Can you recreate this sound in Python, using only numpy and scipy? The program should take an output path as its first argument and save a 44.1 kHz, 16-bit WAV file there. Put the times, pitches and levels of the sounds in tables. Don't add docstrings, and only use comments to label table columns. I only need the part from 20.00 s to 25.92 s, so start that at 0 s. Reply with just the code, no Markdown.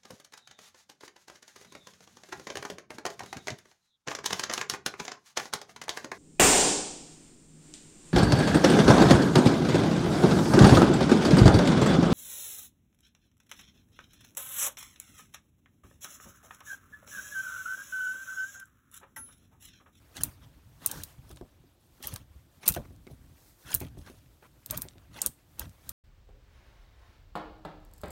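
import sys
import numpy as np
from scipy import signal
from scipy.fft import rfft, irfft, next_fast_len
from scipy.io import wavfile
from scipy.ndimage import uniform_filter1d, map_coordinates

SR = 44100
rng = np.random.default_rng(int(sys.argv[2]) if len(sys.argv) > 2 else 0)


def unload_audio(sound):
    columns = np.transpose(np.atleast_2d(sound))
    steps = np.round(np.clip(columns, -1, 1) * 32767)
    wavfile.write(sys.argv[1], SR, steps.astype(np.int16))


N = 261063

# start in seconds, level in dB, favoured note in Hz.
WOOD_KNOCKS = [(0.16, -45, 318), (1.303, -43.5, 326), (1.412, -32.5, 369), (1.639, -51, 285),
               (2.004, -48, 288), (2.7648, -24.5, 697), (2.907, -46, 260), (3.068, -40.5, 277),
               (3.101, -44.5, 460), (3.814, -30.5, 355), (3.95, -52, 250), (3.972, -42, 250),
               (4.099, -40.5, 269), (4.425, -53, 288), (4.853, -41, 380), (4.956, -48, 250)]
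# time in seconds, scrape level in dB, brightness in dB.
RAIL_PUSHES = [
    [(0.13, -73, -1), (0.155, -64, 5), (0.17, -47, 4.5), (0.202, -58.5, -3.5), (0.21, -48, 8.5),
     (0.23, -61, 4), (0.234, -48.5, 4), (0.3, -77, -4)],
    [(0.41, -81, 6), (0.434, -65, -1.5), (0.46, -73, -5)],
    [(0.8, -69, -1), (0.818, -57.5, -4), (0.868, -51, -1.5), (0.882, -62.5, 6), (0.892, -49, -2.5),
     (0.95, -55, -1), (0.958, -50.5, -5.5), (1.018, -58, 3), (1.045, -69, 2), (1.13, -86, 13)],
    [(1.26, -62, -1.5), (1.262, -76, -1), (1.298, -72, 8.5), (1.304, -54, -5), (1.352, -87, 12),
     (1.362, -77, 8), (1.374, -64, -0.5), (1.394, -83, 7.5), (1.4, -79, -1.5)],
    [(2.0, -68, -12.5), (2.024, -67, 6), (2.038, -51, 7), (2.102, -60, 4.5), (2.128, -54, 2),
     (2.152, -60, -2), (2.162, -47, -3), (2.176, -66, 2), (2.23, -76, 0)],
    [(2.61, -76, 5), (2.638, -49, -1), (2.653, -59, -7)],
    [(2.655, -56, -6), (2.661, -48.5, 8.5), (2.691, -43, 2.5), (2.735, -68, 4), (2.749, -48.5, 4),
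     (2.755, -60, 1)],
    [(2.757, -61, 8), (2.765, -48.5, -2), (2.787, -62, -0.5), (2.843, -75, -0.5), (2.853, -55, -26),
     (2.87, -90, -3)],
    [(3.06, -103, 4), (3.068, -78, -7), (3.074, -54.5, -14.5), (3.086, -79, -10), (3.114, -76, 10),
     (3.124, -90.5, 16.5), (3.15, -88, 12)],
    [(3.63, -82, 1), (3.656, -63.5, -2), (3.664, -60.5, 2.5), (3.708, -51.5, 6), (3.76, -54.5, 10),
     (3.79, -74, 0)],
    [(3.795, -64, 5), (3.801, -60, -4), (3.817, -53, -1.5), (3.831, -59, -1.5), (3.837, -68, 6),
     (3.867, -64.5, 2.5), (3.877, -73, 3.5), (3.89, -73, 1)],
    [(3.95, -78, -6), (3.962, -90, -3), (3.972, -61, -7), (3.982, -83, 16), (4.05, -71.5, 0.5),
     (4.074, -52, -6), (4.132, -86.5, 13), (4.19, -74.5, 6)],
    [(4.41, -90.5, -5), (4.418, -85, -10), (4.422, -70, 7), (4.426, -52, -23), (4.434, -66.5, -5),
     (4.46, -56.5, -17.5), (4.47, -70.5, -6.5)],
    [(4.67, -63, -1.5), (4.68, -89.5, -7), (4.69, -67, 4), (4.708, -48, -3.5), (4.77, -54, -2),
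     (4.774, -52, -9), (4.812, -64, -6), (4.818, -55.5, -10), (4.88, -73, -4)],
    [(5.11, -71, -6), (5.13, -66.5, 0.5), (5.166, -48, -1.5), (5.212, -59.5, -1.5), (5.218, -50, -4),
     (5.268, -49.5, -0.5), (5.29, -72.5, 8), (5.34, -82, 3)],
    [(5.57, -68, -17), (5.582, -67, 1), (5.596, -47.5, 0.5), (5.658, -58, -4), (5.68, -95, -7),
     (5.69, -102, 2)],
    [(5.86, -70, 3), (5.884, -74, -1), (5.894, -58, -6), (5.92, -62, -5)],
]


def amp(db):
    return 10 ** (np.asarray(db) / 20)


def unit(x):
    return x / np.sqrt(np.mean(x ** 2) + 1e-20)


def shape(points):
    point_hz, db = np.transpose(points)
    return lambda hz: amp(np.interp(np.log(hz + 1), np.log(point_hz + 1), db))


def modes(table, hz):
    return sum((-1) ** k * amp(db) * 1j * hz * width / (pitch * pitch - hz * hz + 1j * hz * width)
               for k, (pitch, width, db) in enumerate(table))


def curves(rows):
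    times, *columns = np.transpose(rows)
    return [np.interp(np.arange(N) / SR, times, column) for column in columns]


def wobble(rate):
    return map_coordinates(rng.standard_normal(int(N * rate / SR) + 4), [np.arange(N) * rate / SR])


def smooth(x, seconds):
    fade = np.exp(-1 / (seconds * SR))
    return signal.lfilter([1 - fade], [1, -fade], x)


def filtered(x, response):
    size = next_fast_len(len(x) + 4096)
    return irfft(rfft(x, size) * response(np.fft.rfftfreq(size, 1 / SR)), size)[:len(x)]


def grit(colour, grain_db, rate, patchy_db):
    frames = signal.stft(rng.standard_normal(N) * amp(grain_db * wobble(rate)), nperseg=256)[2]
    patches = uniform_filter1d(uniform_filter1d(rng.standard_normal(frames.shape), 4, 0), 5, 1)
    noise = signal.istft(frames * amp(patchy_db * unit(patches)), nperseg=256)[1][:N]
    return unit(filtered(noise, colour))


def room_hiss():
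    # pitch in Hz, relative level in dB.
    hiss_colour = [(15, -21), (25, -2), (70, -2), (108, -8.5), (200, -14), (344, -9), (427, -16.5),
                   (641, -17.5), (2000, -32), (3520, -25), (5000, -33.5), (8590, -34), (10400, -46),
                   (12200, -35), (16000, -42)]
    whine = grit(lambda hz: np.exp(-((hz - 12400) / 90) ** 2), 2.5, 30, .1)
    return amp(-67.5) * grit(shape(hiss_colour), 0.092, 36, 0.48) + amp(-88) * whine


def cloth_rustle():
    # time in seconds, swish level in dB, fibre level in dB.
    rustle_levels = [(0.0, -68.5, -77), (0.3, -61, -74), (0.4, -64, -89), (0.53, -67, -86),
                     (0.77, -69, -71), (0.97, -63, -55), (1.12, -67, -71), (1.63, -73.5, -89),
                     (1.88, -75, -72), (2.09, -64, -69.5), (2.28, -72.5, -81), (2.57, -71, -72.5),
                     (2.78, -73, -79.5), (2.92, -71, -76), (3.1, -70, -75), (3.32, -68.5, -72),
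                     (3.5, -69, -63.5), (3.58, -70, -66), (3.66, -64, -64.5), (3.87, -69, -79),
                     (4.14, -68, -75.5), (4.47, -72, -71.5), (4.76, -67, -74), (4.95, -68, -83.5),
                     (5.38, -71, -78), (5.56, -68.5, -68.5), (5.8, -68.5, -77), (5.92, -62.5, -59.5)]
    # pitch in Hz, relative level in dB.
    swish_colour = [(200, -20.5), (500, -5), (1500, -8), (4000, -15.5), (8000, -19)]
    fibre_colour = [(2350, -38.5), (4000, -6), (7440, -5), (8550, -4.5), (9440, -7), (13800, -3),
                    (16000, -7)]
    swish_db, fibre_db = curves(rustle_levels)
    drag = smooth(push_curves()[0], seconds=0.011)
    swish_level = amp(swish_db) + amp(-14) * drag
    fibre_level = amp(fibre_db + 0.3 * wobble(4.9)) + amp(-19) * drag
    rub = amp(1.6 * wobble(18))
    swish = grit(shape(swish_colour), grain_db=.6, rate=400, patchy_db=2.8)
    fibres = grit(shape(fibre_colour), grain_db=1.3, rate=1200, patchy_db=1.5)
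    return rub * (swish_level * swish + fibre_level * fibres)


def clothes_swings():
    # start in seconds, length in seconds, level in dB.
    swings = [(0.179, 0.11, -43), (0.251, 0.064, -44.5), (0.459, 0.04, -59), (0.552, 0.044, -55.5),
              (0.658, 0.023, -52), (0.86, 0.065, -54), (0.919, 0.18, -46), (1.172, 0.043, -52.5),
              (1.224, 0.079, -60), (1.292, 0.11, -48.5), (1.408, 0.04, -41), (1.596, 0.026, -60),
              (2.043, 0.04, -49.5), (2.074, 0.061, -51), (2.114, 0.055, -41.5), (2.201, 0.034, -53.5),
              (2.295, 0.027, -60), (2.349, 0.018, -56.5), (2.567, 0.037, -57), (2.684, 0.068, -36),
              (2.753, 0.077, -35), (2.9, 0.026, -54), (2.96, 0.13, -62.5), (3.092, 0.077, -48.5),
              (3.64, 0.062, -50.5), (3.727, 0.081, -41), (3.801, 0.091, -40), (3.958, 0.088, -47),
              (4.174, 0.017, -58), (4.256, 0.021, -54), (4.686, 0.07, -45), (4.735, 0.092, -39),
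              (4.818, 0.073, -49.5), (4.973, 0.02, -63.5), (5.056, 0.16, -58.5), (5.252, 0.066, -45.5),
              (5.583, 0.097, -43.5), (5.638, 0.098, -47.5), (5.856, 0.12, -54.5)]
    t, rise_share = np.arange(N) / SR, 0.33
    out = np.zeros(N)
    for start, length, db in swings:
        ramp = np.interp(t, [start, start + rise_share * length, start + length], [0, 1, 0])
        out += amp(db) * np.sin(np.pi / 2 * ramp) ** 2
    return out


def closet_boom():
    # pitch in Hz, relative level in dB.
    air_colour = [(22, -39.5), (38, 0), (62, 1.5), (105, -1.5), (145, -4), (200, -15), (300, -11),
                  (400, -51.5)]
    # time in seconds, level in dB.
    air_levels = [(0.0, -60.5), (0.33, -58), (0.74, -61.5), (1.12, -59), (1.78, -64), (2.04, -64),
                  (2.18, -55), (2.52, -67), (2.87, -54), (3.46, -63), (3.68, -72), (3.89, -47.5),
                  (4.42, -65.5), (4.96, -57), (5.46, -65.5), (5.92, -56)]
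    air = grit(shape(air_colour), 1.2, 35, 0.4)
    loudness = np.abs(signal.hilbert(air, next_fast_len(N))[:N])
    air = unit(air / (loudness + 0.28) ** .6)
    swell = amp(curves(air_levels)[0] + 2.8 * wobble(9.1)) + clothes_swings()
    return filtered(swell * air, lambda hz: hz ** 4 / (hz ** 4 + 22.0 ** 4) / (1 + (hz / 400) ** 6))


def push_curves():
    t = np.arange(N) / SR
    scrape, bright_db = np.zeros(N), np.zeros(N)
    for times, db, bright in map(np.transpose, RAIL_PUSHES):
        scrape += amp(np.interp(t, times, db, -200, -200))
        bright_db += np.interp(t, times, bright, 0, 0)
    return scrape, bright_db


def rail_ring(table, scratch):
    drift_share, flicker_db = 0.045, 4
    hz, _, frames = signal.stft(scratch, SR, nperseg=1024, noverlap=768)
    chance = uniform_filter1d(rng.standard_normal((len(table), 2, frames.shape[1])), size=3, axis=2)
    chance /= chance.std()
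    moving = [(pitch * (1 + drift_share * drift), width, db + flicker_db * flicker)
              for (pitch, width, db), (drift, flicker) in zip(table, chance)]
    gain = modes(moving, hz[:, None])
    gain /= np.linalg.norm(gain, axis=0)
    return unit(signal.istft(frames * gain, SR, nperseg=1024, noverlap=768)[1][:N])


def hook_notes(scratch):
    # pitch in Hz, level against the scrape in dB.
    notes = [(3400, -9), (3350, -1), (3620, -10.5), (2460, -15), (2480, -10), (2283, -1.5), (2600, 0),
             (2430, -8.5), (2280, -4), (1570, 2.5), (2340, -0.5), (2280, -10.5), (2400, -11.5),
             (2370, -7.5), (2760, -8), (2550, -20), (2600, -12)]
    out, width_hz = np.zeros(N), 550
    for push, (pitch, db) in zip(RAIL_PUSHES, notes):
        span = slice(round(push[0][0] * SR), round(push[-1][0] * SR) + 400)
        ring = filtered(scratch[span], lambda hz: modes([(pitch, width_hz, 0)], hz) ** 2)
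        out[span] = amp(db) * unit(ring)
    return out


def hook_scrapes():
    # pitch in Hz, width in Hz, relative level in dB.
    rail_modes = [(856, 100, -3), (1178, 270, -2), (1570, 110, 0), (1870, 100, -4.5), (2450, 90, -8.5),
                  (2690, 93, -1.5), (3300, 190, -0.5), (4180, 140, -2), (4900, 200, -8), (5610, 240, -4),
                  (6540, 300, -5.5)]
    wire_modes = [(6145, 2500, -8.5), (8300, 550, 1), (11000, 2800, 0.5), (12500, 2300, -2.5),
                  (15200, 2000, -7)]
    scrape, bright_db = push_curves()
    jolts = unit((rng.random(N) < 800 / SR) * rng.standard_normal(N))
    scratch = lambda: 0.74 * jolts + rng.standard_normal(N) * amp(3.5 * wobble(300))
    low = rail_ring(rail_modes[:4], scratch()) + hook_notes(0.74 * jolts + rng.standard_normal(N))
    high = rail_ring(rail_modes[4:], scratch())
    stutter = amp(1.3 * wobble(70))
    body = hanger_shake(scrape)
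    wire = lambda hz: modes(wire_modes, hz)
    sizzle = unit(.45 * unit(filtered(jolts, wire)) + grit(wire, 2.5, 500, 3.3))
    layers = [(low, 0), (high, bright_db - 0.5), (sizzle, 1.6 * bright_db - 5)]
    return stutter * sum(sound * smooth(scrape * amp(db), seconds=0.0013) for sound, db in layers) + body


def hanger_shake(scrape):
    # pitch in Hz, relative level in dB.
    body_colour = [(88, -26.5), (150, 4.5), (445, -4), (609, -3), (737, -8), (1200, -18.5), (1560, -41.5),
                   (2640, -120)]
    t, fade_s = np.arange(N) / SR, 0.22
    knocked = sum((t >= start) * amp(db - 17 - 60 * np.abs(t - start) / fade_s)
                  for start, db, _ in WOOD_KNOCKS)
    shaking = amp(-2) * scrape + knocked + amp(-20) * clothes_swings()
    return grit(shape(body_colour), 1.0, 180, 2.3) * smooth(shaking, seconds=0.0013)


def wood_knocks():
    # pitch in Hz, relative level in dB, ring time as a multiple of ring_s.
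    wood_modes = [(364, 10, 0.75), (507, -3, 1.8), (582, -6, 2.2), (681, 5.5, 0.77), (1096, -19.5, .4),
                  (1738, -7.5, 0.31), (259.8, -0.5, 2.2)]
    ring_s = 0.064
    out, t = np.zeros(N + SR), np.arange(SR // 3) / SR
    boom = np.sin(2 * np.pi * 85 * t) * amp(-60 * t / 0.1) * (1 - np.exp(-t / 0.0073))
    for start, db, spot_hz in WOOD_KNOCKS:
        ring = np.zeros(len(t))
        for pitch, level, multiple in wood_modes:
            mode_db = level - 9.3 * abs(np.log2(pitch / spot_hz)) + rng.normal(0, 0.58)
            tone = np.sin(2 * np.pi * pitch * rng.normal(1, 0.004) * t)
            ring += amp(mode_db - 60 * t / (ring_s * multiple)) * tone
        ring *= 1 - np.exp(-t / 0.00046)
        noise = unit(filtered(rng.standard_normal(len(t)), lambda hz: modes([(1180, 900, 0)], hz)))
        crisp_edge = amp(-15.5 - 60 * t / 0.011) * noise
        knock = ring / np.abs(ring).max() + amp(-16) * boom + crisp_edge
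        out[round(start * SR):][:len(t)] += amp(db) * knock
    return out[:N]


def hook_clicks():
    # start in seconds, peak in dB, then tone settings in dB near 4 kHz and near 13 kHz.
    hits = [(0.1671, -24.5, 5, -18), (0.2352, -3, -14, -0.5), (0.8614, -3.5, -17.5, -3),
            (0.8717, -21, -6, -9), (0.8953, -34, 7, -6), (0.914, -15.5, -6, -3), (1.035, -19, -2, 1),
            (1.292, -39, -7, 0), (1.312, -34.5, -3, -7), (1.3596, -38, 1, -11), (1.3706, -36.5, 11, -10),
            (2.026, -23, 7, 6), (2.0712, -14, -4, 9.5), (2.125, -33, 11, -5), (2.138, -22.5, -6, -2),
            (2.1597, -18, 5, -2), (2.656, -30, -8, 2), (2.6787, 1.5, -6, 3.5), (2.6817, 0, -25, 4.5),
            (2.6883, 2.5, -7, 4.5), (2.696, -11, -9, 5), (2.703, -19, -12, 2), (2.721, -16.5, -8, 1),
            (2.725, -30, 7, -5), (2.7392, -20.5, 2, 1), (2.7475, -20.5, 3, 4), (2.7622, -28, -11, -1),
            (2.961, -48.5, -5, -10), (3.068, -40.5, 10, -18), (3.103, -50, 9, 7.5), (3.7427, -2, -9.5, 5),
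            (3.748, -2.5, -10, 4), (3.7697, -36, -2, -3), (3.7984, -32, -1, 0), (3.803, -21.5, -2, 6),
            (3.817, -36, -13, -10), (3.848, -38, 12, -10), (3.883, -45, 9, -12), (4.014, -48, 16, 3),
            (4.062, -41, 11, -7), (4.099, -39, 8, -1), (4.2594, -51, 16, -6), (4.4252, -51.5, 5.5, 18),
            (4.6602, -19.5, -2.5, 3), (4.7, -27.5, 8, -7), (4.7087, -9.5, -5, 4), (4.769, -26, -3, 2),
            (4.7748, -13, -2.5, 6.5), (4.812, -34, -4, -3), (4.819, -11.5, -1.5, 7.5),
            (4.8844, -31, 1.5, -32), (4.908, -46.5, 11, -16), (4.934, -51, 9, -21), (4.981, -42.5, 11, -16),
            (5.2173, -10, -11, -11.5), (5.2619, -3, -9, -4.5), (5.269, -17, -10, -6.5),
            (5.5941, -14.5, -3.5, 3.5), (5.6935, -43.5, 2, -7), (5.8919, -14, -4.5, 2)]
    # pitch in Hz, width in Hz, relative level in dB.
    hook_modes = [(3780, 210, -3.5), (8720, 590, 3.5), (9450, 330, -4.5), (12810, 550, 4),
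                  (13700, 890, -12)]
    out, lead, size, rise_s = np.zeros(N + SR), 200, 6000, .0004
    t = (np.arange(size) - lead) / SR
    fade = lambda delay, fade_s: (t >= delay) * amp(-60 * np.abs(t - delay) / fade_s)
    shine = lambda hz: 1j * hz / (6000 + 1j * hz)
    for (start, db, mid_db, top_db), chance in zip(hits, rng.random((len(hits), 7))):
        rebound_db = -3 - 0.86 * db + 3 * (2 * chance[2] - 1)
        tail_db = -20.5 - 0.6 * db
        crunch, blows = fade(0, 0.0018), np.zeros(size)
        blows[lead + round(rise_s * SR)] = 1
        delays = rise_s + np.cumsum(.0008 + .0007 * chance[:2])
        for delay, loss_db in zip(delays, np.cumsum(5 + 4 * chance[3:5])):
            crunch += amp(rebound_db - loss_db) * fade(delay, 0.00069)
            blows[lead + round(delay * SR)] = amp(rebound_db - loss_db)
        crunch *= amp(rng.normal(-3, 3.2, size))
        force = (3 * blows + crunch) * rng.choice([-1, 1], size)
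        tail = amp(tail_db) * (fade(0, 0.049) + amp(-18.5) * fade(0, 0.26)) * rng.standard_normal(size)
        low_db = 2 * mid_db - 9
        tone = shape([(400, low_db - 23.5), (2000, low_db), (4200, mid_db), (8300, 0), (13000, top_db)])
        detune = 1 + .1 * (chance[6] - .5)
        colour = lambda hz: tone(hz) * (.5 + modes(hook_modes, hz * detune))
        click = filtered(force + filtered(tail, shine), colour)
        out[round(start * SR) - lead:][:size] += amp(db) * click / np.abs(click).max()
    return out[:N]


def garment_bumps():
    # start in seconds, peak in dB, pitch in Hz.
    bumps = [(1.187, -45.5, 74.6), (2.128, -33, 96), (2.302, -43.5, 70), (2.358, -42.5, 69),
             (2.698, -32, 79), (3.119, -39, 112), (3.742, -33, 69.6), (3.988, -39, 75.8),
             (4.012, -39, 69.3), (5.668, -41, 64.6)]
    out, t = np.zeros(N + SR), np.arange(SR // 8) / SR
    for start, db, hz in bumps:
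        cycles = hz * t
        thump = -np.sin(2 * np.pi * cycles) * cycles * amp(-20 * cycles)
        out[round(start * SR):][:len(t)] += amp(db) * thump / np.abs(thump).max()
    return out[:N]


def hanger_squeaks():
    # start in seconds, length in seconds, pitch in Hz, level in dB.
    squeaks = [(1.728, .03, 10240, -81), (1.804, 0.013, 10200, -76), (1.863, 0.0088, 10300, -77.5),
               (2.611, 0.019, 9970, -66.5), (2.924, 0.017, 10200, -75), (4.723, 0.029, 599, -45)]
    out, t = np.zeros(N), np.arange(N) / SR
    waver = 0.72 * wobble(90)
    for start, length, hz, db in squeaks:
        swell = np.exp(-(2 * (t - start) / length - 1) ** 4)
        out += amp(db) * swell * np.sqrt(2) * np.sin(2 * np.pi * hz * t + waver)
    return out


def scene():
    return (hook_clicks() + wood_knocks() + garment_bumps() + hook_scrapes() + hanger_squeaks()
            + cloth_rustle() + closet_boom() + room_hiss())[None]


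def record(dry):
    ceiling, low_hz, top_hz = .72, 28, 16000
    rounded = dry[0] / (1 + np.abs(dry[0] / ceiling) ** 4) ** (1 / 4)
    band = lambda hz: (1j * hz / (low_hz + 1j * hz)) ** 2 / (1 + (hz / top_hz) ** 200)
    return filtered(rounded, band)[None]


dry = scene()
out = record(dry)
unload_audio(out)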